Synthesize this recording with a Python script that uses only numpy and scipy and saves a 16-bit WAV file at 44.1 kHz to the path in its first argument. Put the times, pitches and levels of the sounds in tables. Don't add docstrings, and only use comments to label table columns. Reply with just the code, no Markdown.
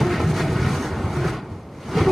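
import sys
import numpy as np
from scipy import signal
from scipy.fft import rfft, irfft, next_fast_len
from scipy.io import wavfile
from scipy.ndimage import uniform_filter1d

SR = 44100
rng = np.random.default_rng(int(sys.argv[2]) if len(sys.argv) > 2 else 0)


def transcribe(u):
    v = np.clip(np.atleast_2d(u).T, -1, 1)
    q = np.round(v * 32767).astype(np.int16)
    wavfile.write(sys.argv[1], SR, q)


N = 93315
T = np.arange(N) / SR

# (time [s], rumble level [dB], scrape level [dB], wire buzz level [dB],
# rasp level [dB], treble level [dB])
DRAG_LEVELS = [(0.0, -20.5, -22.5, -37, -32, -41), (0.02, -25.5, -25.5, -38.5, -39.5, -44),
               (0.05, -23.5, -34, -35, -39, -45.5), (0.07, -24, -28.5, -35, -39, -46),
               (0.09, -26.5, -31, -34, -40.5, -48), (0.12, -25, -31, -32.5, -34, -45),
               (0.15, -25.5, -29.5, -30.5, -36, -45), (0.19, -26, -35, -34, -38.5, -49),
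               (0.2, -20.5, -24, -31.5, -35.5, -45), (0.26, -24.5, -31.5, -36.5, -43.5, -46.5),
               (0.31, -24.5, -32, -38, -40.5, -41.5), (0.33, -25, -33, -42, -45.5, -46),
               (0.36, -24.5, -32.5, -35, -38.5, -41), (0.4, -24.5, -27, -33.5, -35, -39.5),
               (0.41, -21, -28.5, -33, -34, -40), (0.45, -23.5, -30.5, -38.5, -41.5, -45.5),
               (0.49, -24, -35, -38, -39.5, -47.5), (0.53, -22, -32, -39.5, -43, -44),
               (0.56, -24, -32, -35, -40, -47), (0.6, -26, -31.5, -34, -39.5, -46.5),
               (0.67, -25, -29, -32.5, -37.5, -44), (0.73, -28.5, -29.5, -38, -39, -42.5),
               (0.75, -24, -29.5, -35.5, -40, -39.5), (0.82, -29.5, -34.5, -36.5, -43.5, -44.5),
               (0.86, -26.5, -31, -35, -42.5, -42.5), (0.88, -29.5, -35.5, -38.5, -44, -45.5),
               (0.91, -28, -34, -41, -43.5, -51), (0.95, -27, -32.5, -38, -47, -52),
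               (1.07, -25.5, -32.5, -41, -45, -51.5), (1.1, -26, -38, -43, -45.5, -51),
               (1.17, -27.5, -32, -36, -41.5, -47), (1.23, -30, -30.5, -39.5, -43, -49.5),
               (1.25, -18.5, -31.5, -33, -40.5, -48), (1.3, -32, -29, -34, -39, -44),
               (1.32, -24, -33, -41, -43, -52), (1.34, -33, -31, -39, -43.5, -49),
               (1.42, -33, -42.5, -49, -53.5, -66.5), (1.44, -34, -42, -49, -57, -64),
               (1.49, -40, -44, -58, -56, -67), (1.5, -33, -50, -55, -59, -63),
               (1.52, -37.5, -43, -54.5, -56.5, -61), (1.69, -43.5, -53.5, -62, -62.5, -70),
               (1.8, -43, -51.5, -57, -55, -57.5), (1.88, -33, -38, -47, -48, -52.5),
               (1.93, -28, -32, -41, -45.5, -47), (1.99, -31, -20, -32.5, -32.5, -41.5),
               (2.06, -27, -27, -37.5, -37, -48), (2.07, -27, -29, -30, -42, -47.5),
               (2.09, -24.5, -24.5, -43, -38.5, -44.5), (2.11, -22, -30, -37, -38.5, -44)]
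# (frequency [Hz], width [Hz], relative level [dB])
BOX_MODES = [(55, 5.2, -8), (89.7, 22.7, 2), (112.7, 9.5, -4.5), (146.4, 29.3, 4), (192.5, 56.5, 2),
             (236, 49, -21), (283.7, 20.3, -11), (362.3, 28, -4), (349, 120, -28), (470, 9.8, -14.5),
             (651, 29, -8), (844, 7.4, -45), (868, 128, -6.5), (996, 35, -33)]
# (frequency [Hz], relative gain [dB])
SCRAPE_COLOUR = [(120, -26), (200, -10), (300, -9), (360, -9), (520, -9.5), (878, -9), (1100, -11.5),
                 (1500, -25.5), (2470, -35.5)]
BUZZ_COLOUR = [(1000, -17), (1300, -5), (1560, -2.5), (1850, -6.5), (2300, -29)]
RASP_COLOUR = [(1500, -35), (2000, -0.5), (2500, -2), (3200, -7.5), (4000, -12), (5590, -20.5)]
TREBLE_COLOUR = [(2350, -8.5), (4000, -3), (4500, -6.5), (6360, -4), (11800, -16), (13600, -22),
                 (14500, -37)]
# (time [s], peak level of the push [dB], pitch [Hz], length [s])
JOLT_PUSHES = [(0.015, -10, 138, .035), (.014, -22.5, 870, 0.015), (0.025, -17.5, 198, 0.023),
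               (0.058, -19.5, 161, 0.02), (0.14, -20, 164.2, 0.037), (.202, -22.5, 455.4, 0.016),
               (.243, -18, 108.5, 0.028), (0.268, -17, 157, 0.071), (.298, -16, 130.4, .03),
               (.337, -17, 123.3, 0.022), (0.402, -29, 460, 0.019), (0.422, -22, 199.6, 0.013),
               (0.436, -12.5, 136, 0.02), (0.477, -21.5, 299.3, 0.035), (0.499, -16.5, 150, 0.013),
               (0.52, -24.5, 137, .025), (.558, -15, 135, 0.016), (0.596, -15, 105, 0.028),
               (0.621, -11, 127, 0.018), (0.649, -12.5, 105, 0.016), (0.668, -13.5, 127, 0.017),
               (.7, -18.5, 160.8, 0.035), (0.716, -18, 140.3, 0.04), (.798, -23, 250, 0.041),
               (.915, -24, 92.06, 0.066), (1.044, -20, 100.7, 0.043), (1.171, -19, 149, .04),
               (1.214, -17.5, 124.5, 0.033), (1.24, -20.5, 387, 0.024), (1.255, -24, 151, 0.026),
               (1.295, -22, 138, 0.033), (1.345, -21.5, 133, 0.017), (1.514, -28, 94.6, 0.062),
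               (1.885, -35.5, 885, 0.029), (1.955, -16.5, 165, 0.032), (1.966, -12, 142, 0.015),
               (1.975, -17, 450, 0.021), (1.993, -24.5, 990, 0.016), (2.005, -13, 95, 0.028),
               (2.013, -19, 340, 0.032), (2.017, -12.5, 139.1, 0.0192), (2.063, -20, 155, 0.031),
               (2.08, -29, 866, 0.065)]
# (start [s], length [s], slip rate [Hz], level [dB])
CHATTER_BURSTS = [(0.029, .11, 355, -25), (0.341, 0.079, 355, -30), (1.146, 0.131, 357, -30.5),
                  (2.063, .07, 377, -17)]
# (multiple of the slip rate [1], relative level [dB])
CHATTER_HARMONICS = [(1, 0), (2, -13), (3, -17.5)]
# (frequency [Hz], gain [dB])
SIDE_GAIN = [(60, -57), (110, -90), (200, -45), (370, -19.5), (690, -23), (1260, -15.5), (2320, -12),
             (4260, -5.5), (7830, -2), (12500, 5), (14400, 9)]
# (frequency [Hz], relative gain [dB])
AIR_COLOUR = [(18, -51), (40, -15), (150, -5), (300, -10), (540, -13.5), (800, -19.5), (1150, -21),
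              (2000, -39.5), (12700, -57), (14500, -72)]

GRAINS_PER_S, GRAIN_SPREAD_DB = 6000, 1.5
FLICKER_DB, FLICKER_PER_S = 2, 14.3
SURGE_DB, SURGE_PER_S = 0.72, 35
THUDS_PER_S, THUD_HZ, THUD_S, THUD_DB = 68, 133, 0.0058, -5.5
WIRE_SETS, WIRE_T60_S = 9, 0.055
CONTACT_DB, CONTACT_PER_S = 3.5, 30
AIR_DB, AIR_SWELL_DB, AIR_SWELL_PER_S = -39.5, 0.8, 11.3
JOLT_RING_DB = -13
CHATTER_RISE_S = 0.008
CHATTER_WOBBLE, CHATTER_WOBBLE_PER_S = 0.003, 90
CHATTER_ROUGH_DB, CHATTER_ROUGH_PER_S = 1.2, 70.17
LOW_HZ, TOP_HZ = 44, 15000


def undb(db):
    return 10 ** (np.asarray(db) / 20)


def unit(x):
    return x / np.sqrt(np.mean(x ** 2))


def steady(x, seconds):
    power = uniform_filter1d(x ** 2, size=int(SR * seconds))
    return x / np.sqrt(power + 1e-12)


def walk(rate):
    hold = int(SR / rate)
    levels = np.repeat(rng.standard_normal(N // hold + 1), hold)
    slewed = uniform_filter1d(uniform_filter1d(levels, hold), hold)
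    return unit(slewed[:N])


def colour(x, table):
    hz, db = np.array(table, float).T
    size = next_fast_len(N + 8192)
    log_hz = np.log(np.maximum(np.arange(size // 2 + 1) * SR / size, 1))
    below = np.maximum(np.log(hz[0]) - log_hz, 0)
    above = np.maximum(log_hz - np.log(hz[-1]), 0)
    gain_db = np.interp(log_hz, np.log(hz), db) - 86 * (below + above)
    return irfft(rfft(x, size) * undb(gain_db), size)[..., :N]


def ring(x, hz, width):
    b, a = signal.iirpeak(hz, hz / (1.5 * width), fs=SR)
    return signal.lfilter(b, a, signal.lfilter(b, a, x))


def grains():
    hit = rng.random(N) < GRAINS_PER_S / SR
    size = rng.standard_normal(N) * undb(GRAIN_SPREAD_DB * rng.exponential(size=N))
    return unit(hit * size + 0.0016 * rng.standard_normal(N))


def thuds():
    t = np.arange(-SR // 20, SR // 20) / SR
    hit = (rng.random(N) < THUDS_PER_S / SR) * rng.standard_normal(N)
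    knock = np.exp(-(t / THUD_S) ** 2) * np.sin(2 * np.pi * THUD_HZ * t)
    return unit(signal.fftconvolve(hit, knock, "same"))


def rumble():
    push = grains()
    box = np.zeros(N)
    for hz, width, db in BOX_MODES:
        flicker_db = FLICKER_DB * walk(FLICKER_PER_S)
        box += undb(db + flicker_db) * unit(ring(push, hz, width))
    return steady(unit(box) + undb(THUD_DB) * thuds(), 0.058)


def wires(push):
    t = np.arange(SR // 5) / SR
    tails = rng.standard_normal((WIRE_SETS, len(t))) * undb(-60 * t / WIRE_T60_S)
    out = np.zeros(N)
    for tail in tails:
        contact = undb(CONTACT_DB * walk(CONTACT_PER_S))
        out += signal.fftconvolve(push * contact, tail)[:N]
    return out


def drag():
    t, rumble_db, *wire_db = np.array(DRAG_LEVELS).T
    out = rumble() * undb(np.interp(T, t, rumble_db))
    colours = (SCRAPE_COLOUR, BUZZ_COLOUR, RASP_COLOUR, TREBLE_COLOUR)
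    for table, db in zip(colours, wire_db):
        band = steady(colour(wires(grains()), table), 0.034)
        level_db = np.interp(T, t, db) + SURGE_DB * walk(SURGE_PER_S)
        out += band * undb(level_db)
    return out


def air():
    noise = unit(colour(rng.standard_normal(N), AIR_COLOUR))
    return noise * undb(AIR_DB + AIR_SWELL_DB * walk(AIR_SWELL_PER_S))


def jolts():
    push = np.zeros(N)
    turns = rng.random(len(JOLT_PUSHES))
    for (t, db, hz, length), turn in zip(JOLT_PUSHES, turns):
        u = np.clip((T - t) / length + 0.15, 0, None)
        swell = 4 * u * np.exp(1 - 4 * u)
        push += undb(db) * swell * np.sin(2 * np.pi * (hz * T + turn))
    box = sum(ring(push, hz, width) for hz, width, _ in BOX_MODES)
    return push + undb(JOLT_RING_DB) * box


def chatter():
    out = np.zeros(N)
    for t, length, hz, db in CHATTER_BURSTS:
        slip_hz = hz * (1 + CHATTER_WOBBLE * walk(CHATTER_WOBBLE_PER_S))
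        phase = 2 * np.pi * np.cumsum(slip_hz) / SR
        gate = np.clip(np.minimum(T - t, t + length - T) / CHATTER_RISE_S, 0, 1)
        tone = sum(undb(d) * np.sin(k * phase) for k, d in CHATTER_HARMONICS)
        level_db = db + CHATTER_ROUGH_DB * walk(CHATTER_ROUGH_PER_S)
        out += np.sqrt(2) * gate * tone * undb(level_db)
    return out


def scene():
    mid = drag() + air() + jolts() + chatter()
    edges = signal.windows.tukey(N, 0.004)
    side = colour((drag() + air()) * edges, SIDE_GAIN)
    return np.array([mid + side, mid - side])


def record(dry):
    bass_cut = signal.butter(2, LOW_HZ, "high", fs=SR, output="sos")
    top_cut = signal.ellip(12, 0.2, 70, TOP_HZ, fs=SR, output="sos")
    return signal.sosfilt(top_cut, signal.sosfilt(bass_cut, dry))


dry = scene()
out = record(dry)
transcribe(out)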